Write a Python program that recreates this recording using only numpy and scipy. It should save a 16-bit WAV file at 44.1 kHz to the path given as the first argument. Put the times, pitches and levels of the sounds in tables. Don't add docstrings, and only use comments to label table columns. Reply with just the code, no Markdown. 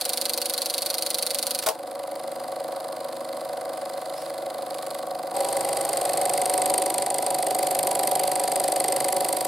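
import sys
import numpy as np
from scipy import signal
from scipy.fft import rfft, irfft
from scipy.io import wavfile

SR = 44100
rng = np.random.default_rng(int(sys.argv[2]) if len(sys.argv) > 2 else 0)


def volts(x):
    e = np.asarray(x, float) / 20
    return 10 ** e


def inscribe(sig):
    pcm = np.round(np.clip(np.atleast_2d(sig).T, -1, 1) * 32767)
    wavfile.write(sys.argv[1], SR, pcm.astype(np.int16))


N = 417627
TIME = np.arange(N) / SR

FRAME_HZ = 24.72
# (time [s], lag [ms])
FAR_LAG = [(0, 11.6), (1.55, 11.15), (1.75, 9.6), (2.2, 10.65), (4.8, 10.95), (6.9, 10.9)]
NEAR_LAG = [(5.3, 25.6), (6.38, 24.65), (7.19, 23.25), (7.6, 22.9), (8.4, 22.68), (9.5, 22.65)]
THREAD_MS = [0, 2.2, 5, 9, 28, 33]
IDLE_MS = [-3, 0, 2.4, 4.4, 13.6, 18.7, 28]
NEAR_MS = [-3.2, 0, 2.3, 4.4, 15.8, 18.8, 21.6]
# (dull part [dB], bright part [dB], top part [dB], dying time [ms])
THREAD_TAPS = [
    (0, 0, 1, 1.5),
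    (-8, -2, -5, 1.2),
    (-2, -9, -10, 2.2),
    (-12, -14, -16, 6),
    (-19, -19, -21, 4),
    (-18, -18, -20, 5),
]
IDLE_TAPS = [
    (-15, -19, -19, .7),
    (-2, -1, 1, .9),
    (-3, -8, -8, 1.3),
    (-3, -7, -7, 1.6),
    (-17, -14, -18, .7),
    (-14, -6, -10, .7),
    (-13, -24, -24, 4),
]
NEAR_TAPS = [
    (-14, -22, -13, .8),
    (-4, -5, 0, 1.3),
    (-2, -11, -7, 1.5),
    (-6, -14, -11, 1.8),
    (-15, -21, -14, .8),
    (-13, -15, -8, .9),
    (-15, -23, -15, 1.2),
]
# (frequency [Hz], level [dB per Hz])
THREAD_COLOUR = [(880, -37), (1500, -13), (1620, -44), (2060, -16.5), (2800, -13.5), (3590, -9),
                 (4040, -1.5), (4460, 1.5), (5280, -9), (6310, -6.5), (7920, -15.5), (8920, -8),
                 (9950, -8.5), (14300, -13.5), (16000, -19)]
IDLE_COLOUR = [(1060, -33), (1800, -5.5), (2180, -5), (2590, -9), (3400, -4.5), (4200, 2.5), (5000, 1),
               (5440, -13), (6300, -9), (8700, -5.5), (10000, -3.5), (11500, -8), (14000, -9.5),
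               (15800, -15)]
NEAR_COLOUR = [(1060, -40.5), (1800, -10.5), (2050, -5.5), (2370, -11.5), (3350, -10.5), (3670, -13.5),
               (4570, -1.5), (5290, -11.5), (6300, -10.5), (8590, 1), (10300, -3.5), (11700, 0.5),
               (13000, -7), (15300, -9.5), (16000, -36)]
CHIRP_DB, CHIRP_MS, CHIRP_SCATTER_DB = 7, 1.2, 1.9
CHIRP_FADES = 0.94
UPPER_RING, UPPER_RING_DB = 1.33, 17

# (frequency [Hz], t60 [s], blow delay [ms], threading [dB], idling [dB], close [dB])
HOUSING = [(143, 0.2, 1.7, -47, -55, -44), (247.9, 0.47, 4.38, -20, -15, -21.5),
           (326.7, 0.25, 6.24, -14, -9.5, -7.5), (381.5, 0.24, 6.33, -35, -34, -9),
           (494, 0.25, 4.31, -5.5, -5.5, -13), (538.8, 0.16, 7.19, -5.5, 5, -1.5),
           (541.4, 0.52, 4.877, -11.5, -2, -8), (641, 0.47, 5.91, -10, -1.5, -35),
           (670, 0.13, 5.76, -36, -11, 0), (731.3, 0.09, 7.358, 3, 14, 9.5),
           (742, 0.51, 4.975, -23.5, -16.5, -5.5), (790, 0.56, 5.06, -23, -48, -8.5),
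           (970.8, 0.16, 4.006, -9.5, -1, -3), (1123, 0.057, 4.325, -8.5, 4, -9),
           (1515, 0.027, 2.81, -2.5, 1, -9.5), (2038, 0.058, 1.4, -5.5, -4.5, -4.5)]
BLOW_SCATTER_DB, BLOW_WANDER_DB = 0.8, 1.8
HOLLOW_HZ, HOLLOW_SHARE = (360, 455), 0.75
GEAR_HZ, MOTOR_HZ = 564.2, 12.8
# (distance from the mesh tone [motor turns], level [dB])
GEAR_SIDES = [(-2, -11), (-1, -2), (0, 1.5), (0.5, -1), (2.5, -10), (4, -4.5)]
# (multiple of the frame rate [1], far [dB under housing], close [dB under housing])
SHAFT_ORDERS = [(4, -34, -41), (5, -34.5, -35), (6, -30, -31), (7, -29, -38), (12, -25.5, -40)]

# (time [s], peak [dB], thud [dB], dying time [ms])
LEVER = [
    (1.6255, -19.5, -22, 4.5),
    (1.636, -19.5, -13, 4.7),
    (1.662, -14, -4.5, 3.7),
    (1.6652, -14, -11, 3.4),
    (1.669, -14, -1.5, 1.8),
    (1.677, -18.5, -10, 3.1),
    (1.6866, -8.5, -12.5, 1.3),
    (1.6886, -13.5, -8, 4.4),
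]
# (frequency [Hz], level [dB], t60 [s])
LEVER_MODES = [(446, -2.5, .08), (641, .1, 0.13), (765, -10, 0.13), (873, -12, 0.31), (1096, 1, 0.05),
               (1433, 1, 0.043), (2120, -24, 0.033), (3380, -14, 0.035), (4861, -12, 0.019)]
# (frequency [Hz], level [dB])
LEVER_COLOUR = [(300, -17), (1500, -8), (4500, 1.5), (7000, -3), (10000, 0), (16000, -7)]
TOUCH_COLOUR = [(800, -32), (2500, -52), (4200, -16), (6000, -29), (10000, -1), (16000, -20)]
# (time [s], peak [dB], dying time [ms])
TOUCHES = [
    (3.5364, -51, 2.5),
    (3.9355, -40, 2.5),
    (4.3844, -69, 2.5),
    (4.7441, -34, 2.5),
    (4.9077, -35, 2.3),
    (7.0584, -28, 2.5),
]
# (start [s], end [s], frequency [Hz], level [dB])
SCRAPES = [
    (4.14, 4.25, 5200, -55),
    (8.14, 8.3, 3000, -50),
    (7.45, 7.52, 3000, -52),
]
SQUEAK_S, SQUEAK_LENGTH_S = 4.155, 0.055
SQUEAK_HZ, SQUEAK_DB, SQUEAK_OCTAVE_DB = 5200, -52, -5
# (start [s], end [s], film hiss lift [dB], claw lift [dB])
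HANDLING = [
    (3.32, 3.56, 2, -0.5),
    (3.72, 4.1, 3, 0),
    (4.11, 4.325, 5.5, -0.5),
    (4.674, 5.016, 2.5, 3.5),
]
HANDLING_EDGE_S = 0.024

# (frequency [Hz], level [dB per Hz])
NEAR_FAN = [(25, -35), (60, -48.5), (130, -16.5), (220, -18.5), (330, -6.5), (430, -5.5), (555, -7.5),
            (640, -10), (760, 0.5), (860, -8), (1100, -13.5), (1700, -28.5), (2500, -27), (4000, -60.5)]
FAR_FAN = [(25, -30), (60, -39), (130, -26.5), (220, -20.5), (330, -8), (420, -24), (480, -3.5),
           (555, -14.5), (640, -12), (760, -9.5), (860, -13), (1100, -11), (1700, -23.5), (4000, -48.5)]
FAN_DB = (-8, -10, -9.5)
# (frequency [Hz], level [dB per Hz])
FILM_HISS = [(900, -20), (1500, -6), (2100, -10), (2800, -12), (4370, -5), (5000, -7), (5400, -16),
             (6500, -16), (9700, -7), (11500, -12), (13000, -20), (15500, -24)]
FILM_LEFT_DB, FILM_SETTLES_S = 18, 0.17

# (housing [dB], claw [dB], film hiss [dB])
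THREADING = (-39.5, -33.5, -48.5)
IDLING = (-37, -50, -57)
CLOSE = (-25, -31.5, -42)
# (time [s], level [dB])
DISSOLVE = [
    (5.34, 4),
    (6.1, 3.5),
    (6.7, 1.5),
    (6.86, -36),
]
DUCK_DB, DUCK_AT_S, RECOVER_S = -7.5, 1.663, 0.18
# (time [s], nearness [dB], top lift [dB], pitch of the claw's ring [Hz])
ROAM = [
    (5.34, -3.5, -11, 8300),
    (5.9, -2, -13, 8750),
    (6.5, 0, -15, 8700),
    (6.75, 0.5, -12, 8830),
    (7.1, -2, -16.5, 8880),
    (7.55, -1, -8, 8650),
    (8.1, .5, -8, 8650),
    (8.4, -1, -11, 8200),
    (8.95, .5, -12, 8620),
    (9.47, -1.5, -6, 8800),
]
CLAW_FOLLOWS, HISS_FOLLOWS = 1.26, 0.7
NODE_DB, NODE_LEFT_S, NODE_EXIT_S, UPPER_HUM_GAINS = -15, 6.0, 0.21, 0.42
# (frequency [Hz], side minus mid [dB])
SIDE_DB = [(40, -3), (110, -5.5), (200, -7.5), (380, -14), (700, -11), (1290, -10.5), (2380, -17.5),
           (4400, -10), (8120, -5.5), (15000, -6.5)]
# (frequency [Hz], left minus right [dB])
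BALANCE_DB = [(60, 0.5), (200, -0.8), (380, -0.5), (700, -0.2), (1290, -0.9), (4400, -0.9), (8120, -1),
              (15000, -4)]


def claw_landings(lag):
    whole = np.arange(-2, N / SR * FRAME_HZ) / FRAME_HZ
    return whole + np.interp(whole, *np.transpose(lag)) / 1000


def claw(landed, contacts_ms, taps, points, top_lift_db):
    parts = np.zeros((3, N))
    for ms, (*parts_db, dying_ms) in zip(contacts_ms, taps):
        jitter_s = 0.0001 * rng.standard_normal(len(landed))
        clicks = strikes(landed + ms / 1000 + jitter_s, np.ones(len(landed)))
        parts += volts(np.array(parts_db))[:, None] * dying(clicks, dying_ms)
    grit_db = 0.5 * np.minimum(rng.exponential(1, N), 3)
    impacts = rng.standard_normal((2, N)) * volts(grit_db)
    dull = parts[0] * band(impacts, 1020, 7230)
    bright = parts[1] * band(impacts, 6510, 9730)
    top = volts(top_lift_db) * parts[2] * band(impacts, 10200, 18000)
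    return rms_one(colour(dull + bright - top, points))


def chirp(landed):
    near_db, turn_db, ring_hz = in_time(ROAM)
    blows = strikes(landed, volts(CHIRP_SCATTER_DB * rng.standard_normal(len(landed))))
    phase = 2 * np.pi * np.cumsum(ring_hz) / SR
    lower = volts(CHIRP_DB - CHIRP_FADES * turn_db) * np.sin(phase)
    upper = volts(UPPER_RING_DB + turn_db) * np.sin(UPPER_RING * phase)
    envelope = dying(blows, CHIRP_MS) - dying(blows, 0.11)
    return envelope * (lower + upper)


def housing(landed, stage):
    out = np.zeros(N)
    for mode in HOUSING:
        hz, t60, blow_ms = mode[:3]
        wander_db = BLOW_WANDER_DB * np.interp(landed, TIME, drift(1.75))
        scatter_db = BLOW_SCATTER_DB * rng.standard_normal(len(landed))
        strength = volts(mode[3 + stage] + wander_db + scatter_db)
        out += ring(strikes(landed + blow_ms / 1000, strength), hz, t60)
    return rms_one(band(out, 203, 2500))


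def gears():
    out = np.zeros(N)
    for turns, db in GEAR_SIDES:
        phase = 2 * np.pi * (GEAR_HZ + turns * MOTOR_HZ) * TIME + rng.uniform(0, 7.1)
        out += volts(db + 1.6 * drift(1.5)) * np.sin(phase + 0.58 * drift(1.85))
    return rms_one(out)


def shaft_hum(close):
    out = np.zeros(N)
    for multiple, far_db, close_db in SHAFT_ORDERS:
        level = volts((close_db if close else far_db) + 1.5 * drift(1.4))
        out += level * np.sin(2 * np.pi * multiple * FRAME_HZ * TIME + rng.uniform(0, 2 * np.pi))
    return out


def projector(lag, levels, contacts_ms, taps, points, stage, gear_db, knock_db):
    body_db, claw_db, hiss_db, top_lift_db, hum_lift_db = levels
    close = stage == 2
    landed = claw_landings(lag)
    tones = volts(knock_db) * housing(landed, stage) + volts(gear_db) * gears() + shaft_hum(close)
    if not close:
        tones = tones - HOLLOW_SHARE * band(tones, *HOLLOW_HZ)
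    tones = (tones + (volts(hum_lift_db) - 1) * band(tones, 732, 752)
             + (volts(-UPPER_HUM_GAINS * hum_lift_db) - 1) * band(tones, 784, 805))
    lagging = np.gradient(tones) * SR / (2 * np.pi * 900)
    fan = volts(FAN_DB[stage]) * air(NEAR_FAN if close else FAR_FAN, 0.77)
    body = np.array([tones, lagging]) + fan
    clicks = claw(landed, contacts_ms, taps, points, top_lift_db)
    if close:
        clicks = clicks + chirp(landed) * [[1], [0.35]]
    hiss = air(FILM_HISS, 1.4)
    hiss = hiss + (volts(top_lift_db) - 1) * band(hiss, 11300, 11600)
    return volts(body_db) * body + volts(claw_db) * clicks + volts(hiss_db) * hiss


def idle_levels():
    hiss_lift_db, claw_lift_db = handling()
    settling_db = FILM_LEFT_DB * np.clip(1 - (TIME - LEVER[0][0]) / FILM_SETTLES_S, 0, 1)
    return IDLING[0], IDLING[1] + claw_lift_db, IDLING[2] + hiss_lift_db + settling_db, 0, 0


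def close_levels():
    near_db, turn_db, ring_hz = in_time(ROAM)
    node_db = NODE_DB * np.clip((NODE_LEFT_S - TIME) / NODE_EXIT_S, 0, 1)
    claw_db = CLOSE[1] + CLAW_FOLLOWS * near_db
    hiss_db = CLOSE[2] + HISS_FOLLOWS * near_db
    return CLOSE[0] + near_db, claw_db, hiss_db, turn_db, node_db


def handling():
    lifts = np.zeros((2, N))
    for start, end, hiss_db, claw_db in HANDLING:
        held = np.clip(np.minimum(TIME - start, end - TIME) / HANDLING_EDGE_S, 0, 1)
        lifts += held * np.array([[hiss_db], [claw_db]])
    return lifts


def lever():
    seconds, peak_db, thud_db, dying_ms = np.transpose(LEVER)
    crack = sum(dying(strikes([s], [volts(db - 3.5)]), ms) for s, db, ms in zip(seconds, peak_db, dying_ms))
    crack = crack * rng.standard_normal(N)
    thud = np.zeros(N)
    for hz, mode_db, t60 in LEVER_MODES:
        strength = volts(peak_db + thud_db + mode_db - 9.5 + rng.normal(0, 3.1, len(seconds)))
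        direction = rng.choice([-1, 1], len(seconds))
        thud += ring(strikes(seconds, strength * direction), hz, t60)
    knock = dying(strikes(seconds, volts(peak_db + thud_db)), 17.7) * rng.standard_normal(N)
    tail = dying(strikes(seconds, volts(peak_db - 25)), 21) * rng.standard_normal(N)
    return colour(crack + tail, LEVER_COLOUR)[0] + thud + band(knock, 430, 1100)


def touches():
    ticks = sum(dying(strikes([s], [volts(db)]), ms) for s, db, ms in TOUCHES)
    return colour(ticks * rng.standard_normal(N), TOUCH_COLOUR)[0]


def scrapes():
    out = np.zeros(N)
    for start, end, hz, db in SCRAPES:
        swell = np.sin(np.pi * np.clip((TIME - start) / (end - start), 0, 1))
        rub = rms_one(band(rng.standard_normal(N), hz * 0.92, hz * 1.1))
        out += volts(db + 2.5 * drift(30)) * swell * rub
    return out


def squeak():
    swell = np.sin(np.pi * np.clip((TIME - SQUEAK_S) / SQUEAK_LENGTH_S, 0, 1))
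    tone = rms_one(band(rng.standard_normal(N), SQUEAK_HZ * 0.985, SQUEAK_HZ * 1.015))
    octave = band(tone ** 2, SQUEAK_HZ * 1.8, SQUEAK_HZ * 2.2)
    return volts(SQUEAK_DB) * swell * (tone + volts(SQUEAK_OCTAVE_DB) * octave)


def air(points, patchy_db):
    return rms_one(colour(rng.standard_normal((2, N)), points)) * volts(patchy_db * drift(43))


def room(x):
    echo = rng.standard_normal(5000) * np.exp(-np.arange(5000) / (0.011 * SR))
    return signal.oaconvolve(x, echo / np.sqrt(np.sum(echo ** 2)))[:N]


def strikes(seconds, gains):
    at = np.round(np.asarray(seconds) * SR).astype(int)
    inside = (at >= 0) & (at < N)
    return np.bincount(at[inside], np.asarray(gains)[inside], minlength=N)


def dying(clicks, ms):
    return signal.lfilter([1], [1, -np.exp(-1 / (ms * SR / 1000))], clicks)


def ring(clicks, hz, t60):
    r = volts(-60 / (t60 * SR))
    w = 2 * np.pi * hz / SR
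    return signal.lfilter([0, np.sin(w)], [1, -2 * r * np.cos(w), r * r], clicks + 1e-18)


def band(x, low_hz, high_hz):
    return signal.sosfilt(signal.butter(2, [low_hz, high_hz], "band", fs=SR, output="sos"), x)


def colour(x, points):
    hz = np.fft.rfftfreq(4096, 1 / SR) + 1
    table_hz, table_db = np.transpose(points)
    cepstrum = irfft(np.log(volts(np.interp(np.log(hz), np.log(table_hz), table_db))))
    cepstrum[1:2048] *= 2
    cepstrum[2049:] = 0
    response = irfft(np.exp(rfft(cepstrum)))[:3000]
    return signal.oaconvolve(np.atleast_2d(x), response[None], axes=1)[:, :N]


def drift(rate):
    r = np.exp(-80 * np.pi * rate / SR)
    slow = signal.lfilter([1], [1, -2 * r, r * r], rng.standard_normal(N // 40 + 2002))[2000:]
    return np.interp(np.arange(N) / 40, np.arange(len(slow)), rms_one(slow))


def rms_one(x):
    return x / np.sqrt(np.mean(x ** 2) + 1e-20)


def in_time(rows):
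    seconds, *columns = np.transpose(rows)
    return [np.interp(TIME, seconds, column) for column in columns]


def scene():
    threader = projector(FAR_LAG, (*THREADING, 0, 0), THREAD_MS, THREAD_TAPS, THREAD_COLOUR,
                         stage=0, gear_db=-5, knock_db=-2.5)
    idler = projector(FAR_LAG, idle_levels(), IDLE_MS, IDLE_TAPS, IDLE_COLOUR,
                      stage=1, gear_db=-6, knock_db=-1.5)
    close = projector(NEAR_LAG, close_levels(), NEAR_MS, NEAR_TAPS, NEAR_COLOUR,
                      stage=2, gear_db=-7.5, knock_db=-1.3)
    threading = np.clip((1.625 - TIME) / 0.01, 0, 1)
    far = threading * threader + (1 - threading) * idler
    far = far * volts(in_time(DISSOLVE)[0]) * (TIME < 6.9)
    duck_s = np.where(TIME > DUCK_AT_S, RECOVER_S, 0.03)
    far = far * volts(DUCK_DB * np.exp(-np.abs(TIME - DUCK_AT_S) / duck_s))
    hand = lever() + touches() + scrapes() + squeak()
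    mid, unlike = far + close * (TIME > 5.341) + np.array([hand, room(hand)])
    side = colour(unlike, SIDE_DB)[0]
    left_db = [(hz, db / 2) for hz, db in BALANCE_DB]
    right_db = [(hz, -db / 2) for hz, db in BALANCE_DB]
    return np.vstack([colour(mid + side, left_db), colour(mid - side, right_db)])


def top_cut(x):
    return signal.sosfilt(signal.butter(12, 16970, fs=SR, output="sos"), x)


def record(dry):
    thin = signal.sosfilt(signal.butter(2, 70, "high", fs=SR, output="sos"), dry)
    cut = signal.sosfilt(signal.cheby2(14, 40, 16350, fs=SR, output="sos"), thin)
    return top_cut(cut)


dry = scene()
out = record(dry)
inscribe(out)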